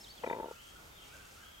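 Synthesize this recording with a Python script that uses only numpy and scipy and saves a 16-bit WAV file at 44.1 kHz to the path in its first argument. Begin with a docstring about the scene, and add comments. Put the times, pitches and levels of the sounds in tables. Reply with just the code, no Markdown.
"""A short, low, dry creaking rattle of uneven knocks sounds close by, a little to the left of the
microphone: its pulses ring hollow resonances, raspy at first, then duller and weaker.
Far off in the woodland, songbirds whistle and the trunks scatter their calls into a diffuse tail.
Dry leaves rustle faintly and a few stems snap. Under it all lie a steady rumble and hiss
and the thin, high whine of the electronics."""
import sys
import numpy as np
from scipy import signal
from scipy.fft import rfft, irfft
from scipy.io import wavfile
from scipy.ndimage import uniform_filter1d

SR = 44100
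rng = np.random.default_rng(int(sys.argv[2]) if len(sys.argv) > 2 else 0)


def dump_mix(stems):
    """Bounce the given channels to the path in sys.argv[1] as a 16-bit WAV at rate SR."""
    frames = np.atleast_2d(stems).T  # one column per channel
    limited = np.clip(frames, -1, 1)  # hard clip at full scale
    pcm = np.round(limited * 32767).astype(np.int16)
    wavfile.write(sys.argv[1], SR, pcm)


N = 70560

# spectrum of dry leaves and stems: f/Hz, level/dB
LEAF_SPECTRUM = [(1500, -7.5), (3500, 0), (6500, 3.5), (9300, -1.5), (11000, -8.5), (16000, -18.5)]


def undb(db):
    """Decibels to gain."""
    return 10 ** (np.asarray(db) / 20)


def freqs():
    """Frequency of each spectrum bin."""
    return np.arange(N // 2 + 1) * SR / N


def gains(points):
    """Gain of each bin from points of f/Hz, level/dB."""
    hz, db = np.array(points, float).T
    return undb(np.interp(np.log(freqs() + 1), np.log(hz), db))


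def noise(gain):
    """Coloured noise of rms 1."""
    x = irfft(rfft(rng.standard_normal(N)) * gain, N)
    return x / np.sqrt(np.mean(x ** 2))


def wide(gain, side_db):
    """Coloured noise spread between left and right."""
    return noise(gain) + undb(side_db) * noise(gain) * np.array([[1], [-1]])


def wander(rate_hz):
    """Smooth random motion of rms 1."""
    return noise(np.exp(-(freqs() / rate_hz) ** 2))


def background(t):
    """Low rumble and even hiss all around, with the thin whine of the electronics."""
    # spectrum of rumble and hiss: f/Hz, level/dB
    hiss_spectrum = [(20, -11.5), (55, 5.5), (90, -0.5), (160, -6.5), (300, -11.5), (700, -13.5),
                     (1500, -16), (2100, -14), (4000, -18.5), (7000, -19.5), (10500, -24.5), (15500, -24)]
    # stereo width: f/Hz, side over mid/dB
    hiss_width = [(30, -33), (120, -13.5), (400, 4), (1200, 6.5), (5000, -1.5), (9000, -2), (13000, -2),
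                  (15500, -47)]
    # electronic tones: f/Hz, level/dB
    tones = [(12270, -77.5), (13274, -83), (14276, -88.5)]
    side = irfft(rfft(noise(gains(hiss_spectrum))) * gains(hiss_width), N)
    whine = sum(np.sqrt(2) * undb(db) * np.sin(2 * np.pi * (hz * t + rng.random())) for hz, db in tones)
    hiss = noise(gains(hiss_spectrum)) + side * np.array([[1], [-1]])
    return undb(-59.5) * hiss + whine


def whistle(t, curve, waver, flutter_db):
    """A bird's wavering pure tone along a curve of t/s, f/Hz, level/dB."""
    at, hz, db = np.array(curve).T
    pitch = uniform_filter1d(np.interp(t, at, hz), size=350) * (1 + waver * wander(120))
    gate = np.clip(np.minimum(t - at[0], at[-1] - t) / 0.0073 + 1, 0, 1)
    level = undb(np.interp(t, at, db) + flutter_db * wander(53))
    return np.sqrt(2) * gate * level * np.sin(2 * np.pi * np.cumsum(pitch) / SR)


def woods(t, call, t60_s=0.68):
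    """Trunks scatter a call into a diffuse stereo tail."""
    tail = rng.standard_normal((2, N)) * undb(-60 * t / t60_s) * (1 - np.exp(-t / 0.015))
    tail = tail / np.sqrt(np.sum(tail ** 2, axis=1, keepdims=True))
    return signal.fftconvolve(call[None], tail, axes=1)[:, :N]


def songbirds(t):
    """Far, slurred whistles reach the microphone directly and by way of the trees."""
    # one curve per whistle: t/s, f/Hz, level before the paths/dB
    curves = [
        [(0, 5040, -76), (.012, 5280, -53), (.028, 5315, -64), (.046, 3830, -56), (.066, 3050, -58.5),
         (.081, 3217, -55), (.094, 4250, -61), (.11, 4540, -54.5), (.128, 4470, -64)],
        [(.16, 3780, -80), (.18, 3380, -53), (.198, 2950, -59.5), (.215, 2482, -67), (.228, 3277, -61),
         (.246, 2600, -67), (.27, 3840, -65.5), (.298, 3630, -55), (.32, 3610, -61), (.345, 3610, -66.5)],
        [(.405, 3844, -70.5), (.438, 3270, -73), (.46, 2906, -61.5), (.48, 2560, -75)],
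        [(.56, 2555, -65), (.59, 2850, -65), (.6, 3050, -59), (.635, 3280, -68.5), (.72, 3263, -75),
         (.82, 3350, -82)],
        [(.925, 3650, -67), (.96, 3446, -64.5), (.995, 3196, -56), (1.018, 2720, -61.5), (1.048, 2270, -70),
         (1.1, 2282, -67.5), (1.138, 2740, -62), (1.25, 2610, -85)],
        [(1.405, 2906, -73), (1.43, 3050, -67), (1.455, 3304, -61), (1.52, 3270, -71.5), (1.6, 3200, -59)],
    ]
    # paths of each whistle: direct gain/dB, scattered gain/dB
    paths = [(-1, -4), (-0.5, -6.5), (-3.5, 3), (-1, 3.5), (-4, 2), (0, 6)]
    out = 0
    for curve, (direct_db, echo_db) in zip(curves, paths):
        song = whistle(t, curve, waver=.012, flutter_db=2.5)
        out = out + undb(direct_db) * song + undb(echo_db) * woods(t, song)
    return out


def chorus(t):
    """The farthest birds blur into two swelling bands of noise."""
    # bands of birdsong: f/Hz, width/Hz, level before the swell/dB
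    bands = [(1322, 400, -68.5), (3100, 1200, -69.5)]
    # swell of the chorus: t/s, gain/dB
    swell = [(0, -16.5), (.25, 1.5), (.65, -3), (.9, -3), (1.1, 2.5), (1.6, -1)]
    out = 0
    for hz, width, db in bands:
        band = np.exp(-2 * ((freqs() - hz) / width) ** 2)
        out = out + undb(db + 0.42 * wander(15)) * wide(band, side_db=-11.5)
    return out * undb(np.interp(t, *np.array(swell).T))


def leaves(t):
    """Dry leaves rustle in soft swells of crisp grains over a low scuff."""
    # rustles: centre t/s, half length/s, crisp level before the grain/dB, scuff level/dB
    rustles = [(0.006, 0.079, -58, -64.5), (0.256, 0.074, -62.5, -59), (0.529, 0.028, -60, -75),
               (0.662, 0.059, -62, -100), (0.84, 0.088, -64, -61.5), (1.078, 0.058, -61.5, -67),
               (1.162, 0.024, -67.5, -65), (1.343, 0.12, -60, -67.5)]
    # spectrum of the scuff: f/Hz, level/dB
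    scuff_spectrum = [(60, -7.5), (180, 5), (450, 0), (900, -1), (1800, -30), (4000, -29)]
    crisp, scuff = 0, 0
    for at, half, crisp_db, scuff_db in rustles:
        swell = np.exp(-.5 * ((t - at) / half) ** 2)
        crisp = crisp + swell * undb(crisp_db)
        scuff = scuff + swell * undb(scuff_db)
    grains = undb(2.5 * wander(400) - 3.5) * wide(gains(LEAF_SPECTRUM), side_db=-12)
    return crisp * grains + scuff * wide(gains(scuff_spectrum), side_db=-10.5)


def ring(modes, detune=.008):
    """Spectrum of damped resonances, slightly detuned on every pulse."""
    s, out = 2j * np.pi * freqs(), 0
    for hz, db, t60 in modes:
        omega = 2 * np.pi * hz * (1 + detune * rng.standard_normal())
        damping = np.log(1000) / t60
        out = out + undb(db) * SR * s / ((s + damping) ** 2 + omega ** 2)
    return out


def low_rattle(t):
    """Close by, each pulse builds with a brief rasp, then snaps and rings the hollow resonances."""
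    # pulses, levels relative: t/s, level/dB, low ring/dB, bright ring/dB, rasp/dB
    pulses = [ (0.2373, -6.5, -4, -3, -6), (0.2401, -7.5, -5.5, 1, 5), (.2438, -4, 1.5, 6, -1.5),
              (.2454, -13, 10.5, -2, -20), (0.2673, -11, 0.5, 11, 5.5), (.2702, -17, -11, -17, -11),
              (0.2749, -10, 11, 13, -9), (0.2879, -17, 7.5, -2, -32), (.2999, -7, -1.5, 15.5, -29),
              (.3021, -5.5, -17, 18.5, -3), (0.3116, 0.5, 2, 3, -29), (.3245, -12.5, -24, -6, -16),
              (0.3301, -7.5, -0.5, 19, -1.5), (.3344, -4.5, 3, -6, -13), (.3448, -6.5, -9, 11, -33),
              (0.3518, -7, -1.5, -2, -1), (0.3632, -10, 3.5, -9, -59), (.371, -6.5, -1.5, -9, -3),
              (.3833, -17.5, 8.5, -6, -30), (0.3884, -7, 1.5, -1, -21), (.3999, -4, -0.5, -1, -14),
              (0.4034, -6, 0.5, 8, -17), (0.4103, -16, 0, 11, 11), (.4228, -14, -12, 3, -3),
              (0.4318, -1.5, -6, -1, -5), (0.4438, -3, -0.5, -20, -21), (0.4612, -10.5, 3, -4, -4),
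              (.4722, -21, 8.5, -9, -26), (0.4851, -9, 1.5, -4, -10), (.5014, -17, -5, -7, -18),
              (0.5142, -13.5, 0, -9, 0)]
    # three groups of resonances: f/Hz, relative level/dB, t60/s
    low_modes = [(252, -16, 0.011), (399, -10, 0.019), (487, -3.5, 0.02), (664, -9.5, .016)]
    mid_modes = [(912, -2, 0.032), (942, -13.5, 0.033), (1300, -12, 0.037)]
    bright_modes = [(1596, -21, 0.012), (1982, -17, 0.031), (2366, -8.5, 0.015)]
    # colour of the rattle: f/Hz, gain/dB
    colour = [(70, 1.5), (200, 2), (680, 4), (765, -0.5), (860, 6.5), (1000, -1.5), (1200, -7), (1900, 2.5),
              (2550, -5.5), (2950, -19), (4500, -10)]
    # balance at the microphone: f/Hz, left over right/dB
    balance = [(140, 1), (400, 2.8), (700, 2.5), (1300, 5), (2400, 9)]
    rasp_s, rasp_lead_s, left_lag_s = .0015, .0023, .00016
    f, out = freqs(), 0
    for at, db, low_db, bright_db, rasp_db in pulses:
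        rasp = rng.standard_normal(N) * np.exp(-((t - at + rasp_lead_s) / rasp_s) ** 2)
        snap = np.exp(-2j * np.pi * f * at)
        width_s = .00007 + .00048 * (at - pulses[0][0])  # later pulses are rounder, so duller
        push = (undb(rasp_db - 18) * rfft(rasp) - snap) * np.exp(-2 * (np.pi * f * width_s) ** 2)
        hollow = undb(low_db) * ring(low_modes) + ring(mid_modes) + undb(bright_db) * ring(bright_modes)
        out = out + undb(db) * push * hollow
    out = undb(-28.5) * out * gains(colour)
    pan = np.sqrt(gains(balance)) * np.exp(-1j * np.pi * f * left_lag_s)
    return irfft(np.array([out * pan, out / pan]), N)


def low_bird(t):
    """A lower bird, far among the trees, whistles notes that rise and fall in an arch."""
    # arched notes: t/s, length/s, top f/Hz, top level/dB
    notes = [(.445, .085, 1425, -65), (.715, .09, 1419, -65.5), (1.098, 0.09, 1565, -62),
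             (1.37, 0.099, 1610, -65)]
    u = np.linspace(-1, 1, 9)  # from the start of a note to its end
    song = 0
    for at, length, hz, db in notes:
        arch = np.c_[at + length * (u + 1) / 2, hz * (1 - 0.2 * u ** 2), db - 3 * u ** 2]
        song = song + whistle(t, arch, waver=0.0298, flutter_db=3)
    return song + undb(1.5) * woods(t, song)


def stems(t, decay_s=.003):
    """Dry stems snap softly, each a tick of noise."""
    # snaps: t/s, level/dB
    snaps = [(1.167, -56), (1.342, -61), (1.448, -58)]
    envelope = sum(undb(db) * (t >= at) * np.exp(-np.abs(t - at) / decay_s) for at, db in snaps)
    return envelope * wide(gains(LEAF_SPECTRUM), side_db=-6)


def scene():
    """The close rattle, the woodland behind it."""
    t = np.arange(N) / SR
    return low_rattle(t) + songbirds(t) + low_bird(t) + chorus(t) + leaves(t) + stems(t) + background(t)


def record(dry):
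    """The recorder cuts the top treble steeply."""
    top_hz = 15800
    return signal.sosfilt(signal.ellip(10, .1, 70, top_hz, fs=SR, output="sos"), dry)


dry = scene()
out = record(dry)
dump_mix(out)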